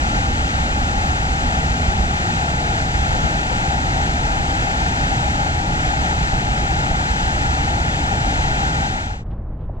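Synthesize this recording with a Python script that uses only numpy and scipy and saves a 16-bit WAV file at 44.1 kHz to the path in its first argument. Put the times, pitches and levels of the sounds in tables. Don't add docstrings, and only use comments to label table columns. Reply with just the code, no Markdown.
import sys
import numpy as np
from scipy import signal
from scipy.fft import rfft, irfft
from scipy.io import wavfile
from scipy.ndimage import uniform_filter1d

SR = 44100
rng = np.random.default_rng(int(sys.argv[2]) if len(sys.argv) > 2 else 0)


def wav_record(signal):
    frames = np.transpose(np.atleast_2d(signal))
    bounded = np.clip(frames, -1, 1)
    quanta = np.round(bounded * 32767).astype(np.int16)
    wavfile.write(sys.argv[1], SR, quanta)


N = 432180
TIME = np.arange(N) / SR
FREQS = np.maximum(np.arange(N // 2 + 1) * SR / N, 1)

FADE_START_S, FADE_END_S = 8.87, 9.243
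CUTOFF_HZ = 15400
SOUND_M_PER_S = 343
SHELTER_M, ECHO_STRENGTH = 1.093, 0.33

# frequency in Hz, density in dB per Hz.
FALL_SPECTRUM = [(5, -67), (19, -48.5), (66, -39.3), (100, -46), (160, -48), (430, -64), (1000, -65.5),
                 (1900, -58.5), (2700, -62.5), (3700, -66.5), (4700, -70.3), (5800, -73), (6200, -70),
                 (7800, -74), (8500, -85), (9200, -94), (9900, -98), (10500, -106), (12500, -105),
                 (14500, -110.6)]
# centre in Hz, width in Hz, lift (or cut) in dB.
BASIN_MODES = [(70.7, 11, 2), (109, 26, -0.5), (152, 24, 1), (194, 51, -2), (254.4, 50, 1.5), (364, 88, 1),
               (514, 120, -2)]
# centre in Hz, width in Hz, lift (or cut) in dB.
HOUSING_MODES = [(809.5, 318, 11.5), (1024, 158, -3.5), (1370, 507, 9)]
# frequency in Hz, left minus right level in dB, left phase lead in radians, likeness from 0 to 1.
PORTS = [(40, -2.3, 0.1, 0.986), (150, -1.6, 0.02, 0.999), (420, 0.4, -0.05, 0.991),
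         (600, 4.5, -0.16, 0.986), (700, 8.6, -0.37, 0.987), (820, 13.4, -1.37, 0.975),
         (930, 8.9, -2.39, 0.975), (1020, 3.6, -2.8, 0.978), (1100, 0.9, -3.08, 0.99),
         (1450, 1.4, -2.9, 0.99), (2300, 2.3, -2.6, 0.953), (3700, 2.1, -2.26, 0.905),
         (5800, 2.2, -1.84, 0.768), (7900, 4.6, -1.68, 0.606), (8500, 2.8, -2.1, 0.446),
         (9200, -23.7, 0, 0.019), (11500, -13.7, 0, 0.006), (13500, -0.6, 0, 0.754)]
# time in seconds, distance to the rock in metres.
ROCK_DISTANCE = [(0, 0.63), (0.8, 0.66), (1.3, 0.64), (1.9, 0.82), (2.3, 1.037), (3.5, 1.12)]
# frequency in Hz, change in dB.
SHELTER_COLOUR = [(65, -5), (125, 2), (190, 0.5), (280, -1.5), (450, 0.5), (800, -3), (980, -5.5),
                  (1110, 3), (1280, 1), (1500, -2), (2500, -0.5)]
# time in seconds, level in dB relative to the evened rumble.
RUMBLE_LEVEL = [(0, 1), (1.6, 0.5), (2.02, 3.5), (2.2, -3.5), (2.8, -1.5), (3.03, 2.5), (3.45, -3.5),
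                (3.95, 0.5), (4.3, 0), (4.6, -1.5), (5.05, -0.5), (5.7, -1.3), (6.25, 0.3), (7.1, -0.5),
                (7.55, 1), (8.13, -1.5), (8.35, 1.5), (8.8, -2.5)]
# start in seconds, strength in dB, reach in Hz.
BUMPS = [(3.112, -17, 400), (3.146, -13, 950), (3.238, -1, 160), (3.511, -15.5, 1400), (4.39, -12, 301.1)]
# pitch in Hz, level in dB relative to the bump, ring time to -60 dB in seconds.
BUMP_MODES = [(57, -5, .09), (221, -8.5, 0.17), (516, 0, .07), (940, 0, 0.041)]
# centre in seconds, level in dB before the bell envelope, half length in seconds,
# lowest frequency in Hz, highest frequency in Hz.
SPLASHES = [(0.797, -64, .025, 10500, 15000), (1.07, -62, 0.037, 10500, 15000),
            (9.268, -67, .006, 1400, 3400), (9.315, -55, .009, 1300, 3100), (9.33, -47.5, .02, 550, 1700),
            (9.334, -63, .008, 1300, 3200), (9.617, -68, .045, 1600, 3600), (9.76, -46.5, .05, 400, 950),
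            (9.77, -68, .04, 1300, 3000)]
# frequency in Hz, density in dB per Hz.
BANK_SPECTRUM = [(8, -54), (22, -44.5), (55, -44.5), (100, -49), (175, -57), (250, -65), (400, -69),
                 (620, -72.5), (1000, -78.7), (1500, -88.5), (2500, -103), (4000, -114), (8000, -135.2),
                 (15000, -140.0)]
# time in seconds, level in dB.
BANK_LEVEL = [(9.15, 0), (9.33, 1.5), (9.52, -1), (9.65, -.5), (9.78, -0.5)]
# start in seconds, level in dB before the envelope, pitch in Hz, ring time to -60 dB in seconds.
KNOCK_MODES = [(9.693, -20, 590, 0.024), (9.694, -19.5, 720, 0.022)]


def from_db(db):
    return 10 ** (np.asarray(db) / 20)


def rms_one(x):
    return x / np.sqrt(np.mean(x ** 2) + 1e-20)


def in_time(rows):
    s, *columns = np.transpose(rows)
    return [np.interp(TIME, s, column) for column in columns]


def in_frequency(rows):
    hz, *columns = np.transpose(rows)
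    return [np.interp(np.log(FREQS), np.log(hz), column) for column in columns]


def white():
    return rfft(rng.standard_normal(N)) * np.sqrt(SR / 2)


def below(edge_hz, order=4):
    return 1 / (1 + (FREQS / edge_hz) ** order)


def drift(rate_hz):
    return rms_one(irfft(white() * below(rate_hz, order=2), N))


def waterfall(churn_db=0.47, churn_hz=5, rush_from_hz=260, spray_from_hz=1100):
    colour_db, = in_frequency(FALL_SPECTRUM)
    for hz, width, db in BASIN_MODES + HOUSING_MODES:
        colour_db = colour_db + db / (1 + (2 * (FREQS - hz) / width) ** 2)

    balance_db, lead, alike = in_frequency(PORTS)
    alike = np.clip(alike, 0, 1)
    common = np.sqrt(alike) * white()
    left = common + np.sqrt(1 - alike) * white()
    right = common + np.sqrt(1 - alike) * white()
    left = left * from_db(balance_db / 2) * np.exp(1j * lead)
    right = right * from_db(-balance_db / 2)
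    roar = from_db(colour_db) * np.array([left, right])

    low = below(rush_from_hz)
    low_and_middle = below(spray_from_hz, order=8)
    churned = np.zeros((2, N))
    for share in [low, low_and_middle - low, 1 - low_and_middle]:
        churned += irfft(roar * share, N) * from_db(churn_db * drift(churn_hz))
    return churned


def past_the_rock(roar, order=12):
    distance_m, = in_time(ROCK_DISTANCE)
    shelter = 1 / (1 + (distance_m / SHELTER_M) ** order)
    shade_db, = in_frequency(SHELTER_COLOUR)
    shaded = irfft(rfft(roar) * from_db(shade_db), N)
    heard = roar + (shelter - shelter.mean()) * (shaded - roar)
    return heard + shelter * rock_echo(heard, distance_m)


def rock_echo(x, distance_m, dull_hz=600):
    dull = irfft(rfft(x) * below(dull_hz), N)
    sent = TIME - 2 * distance_m / SOUND_M_PER_S
    return ECHO_STRENGTH * np.array([np.interp(sent, TIME, side) for side in dull])


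def swelling(roar, rumble_below_hz=115, even_s=0.2):
    rumble = irfft(rfft(roar) * below(rumble_below_hz, order=8), N)
    power = uniform_filter1d(np.mean(rumble ** 2, axis=0), int(even_s * SR))
    level_db, = in_time(RUMBLE_LEVEL)
    gain = from_db(level_db) * np.sqrt(power.mean() / power)
    return roar + rumble * (gain - 1)


def hand_bumps(order=3):
    rings = []
    for s, db, reach_hz in BUMPS:
        for hz, mode_db, t60 in BUMP_MODES:
            softening_db = 20 * np.log10(1 + (hz / reach_hz) ** order)
            rings.append((s, db + mode_db - softening_db, hz, t60))
    return damped_modes(rings, rise_s=0.0021)


def damped_modes(rows, rise_s):
    out = np.zeros(N)
    for s, db, hz, t60 in rows:
        span = slice(int(s * SR), int((s + 2 * t60) * SR))
        age = np.maximum(TIME[span] - s, 0)
        rise = 1 - np.exp(-age / rise_s)
        decay = np.exp(-np.log(1000) * age / t60)
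        out[span] += from_db(db) * rise * decay * np.sin(2 * np.pi * hz * age)
    return out


def splashes(grain_db=2.2, grain_hz=200):
    out = np.zeros(N)
    droplets = rng.standard_normal(N) * from_db(grain_db * drift(grain_hz))
    for s, db, half_length, low_hz, high_hz in SPLASHES:
        span = slice(int((s - 2 * half_length) * SR), int((s + 2 * half_length) * SR))
        band = signal.butter(3, [low_hz, high_hz], "band", fs=SR, output="sos")
        spray = signal.sosfilt(band, droplets[span])
        bell = np.exp(-((TIME[span] - s) / half_length) ** 2)
        out[span] += from_db(db) * bell * rms_one(spray)
    return out


def bank_knock():
    return damped_modes(KNOCK_MODES, rise_s=0.003)


def river_bank(gust_db=1.0, gust_hz=8):
    colour_db, = in_frequency(BANK_SPECTRUM)
    level_db, = in_time(BANK_LEVEL)
    return irfft(white() * from_db(colour_db), N) * from_db(level_db + gust_db * drift(gust_hz))


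def scene():
    fall = swelling(past_the_rock(waterfall()))
    fall[0] += hand_bumps()
    bank = river_bank() + bank_knock()
    fade = np.clip((TIME - FADE_START_S) / (FADE_END_S - FADE_START_S), 0, 1)
    return (1 - fade) * fall + fade * bank + splashes()


def record(dry):
    ease = np.clip((TIME[-1] - TIME) / 0.004, 0, 1)
    top_cut = signal.cheby2(18, 60, CUTOFF_HZ, fs=SR, output="sos")
    return signal.sosfilt(top_cut, dry * ease)


dry = scene()
out = record(dry)
wav_record(out)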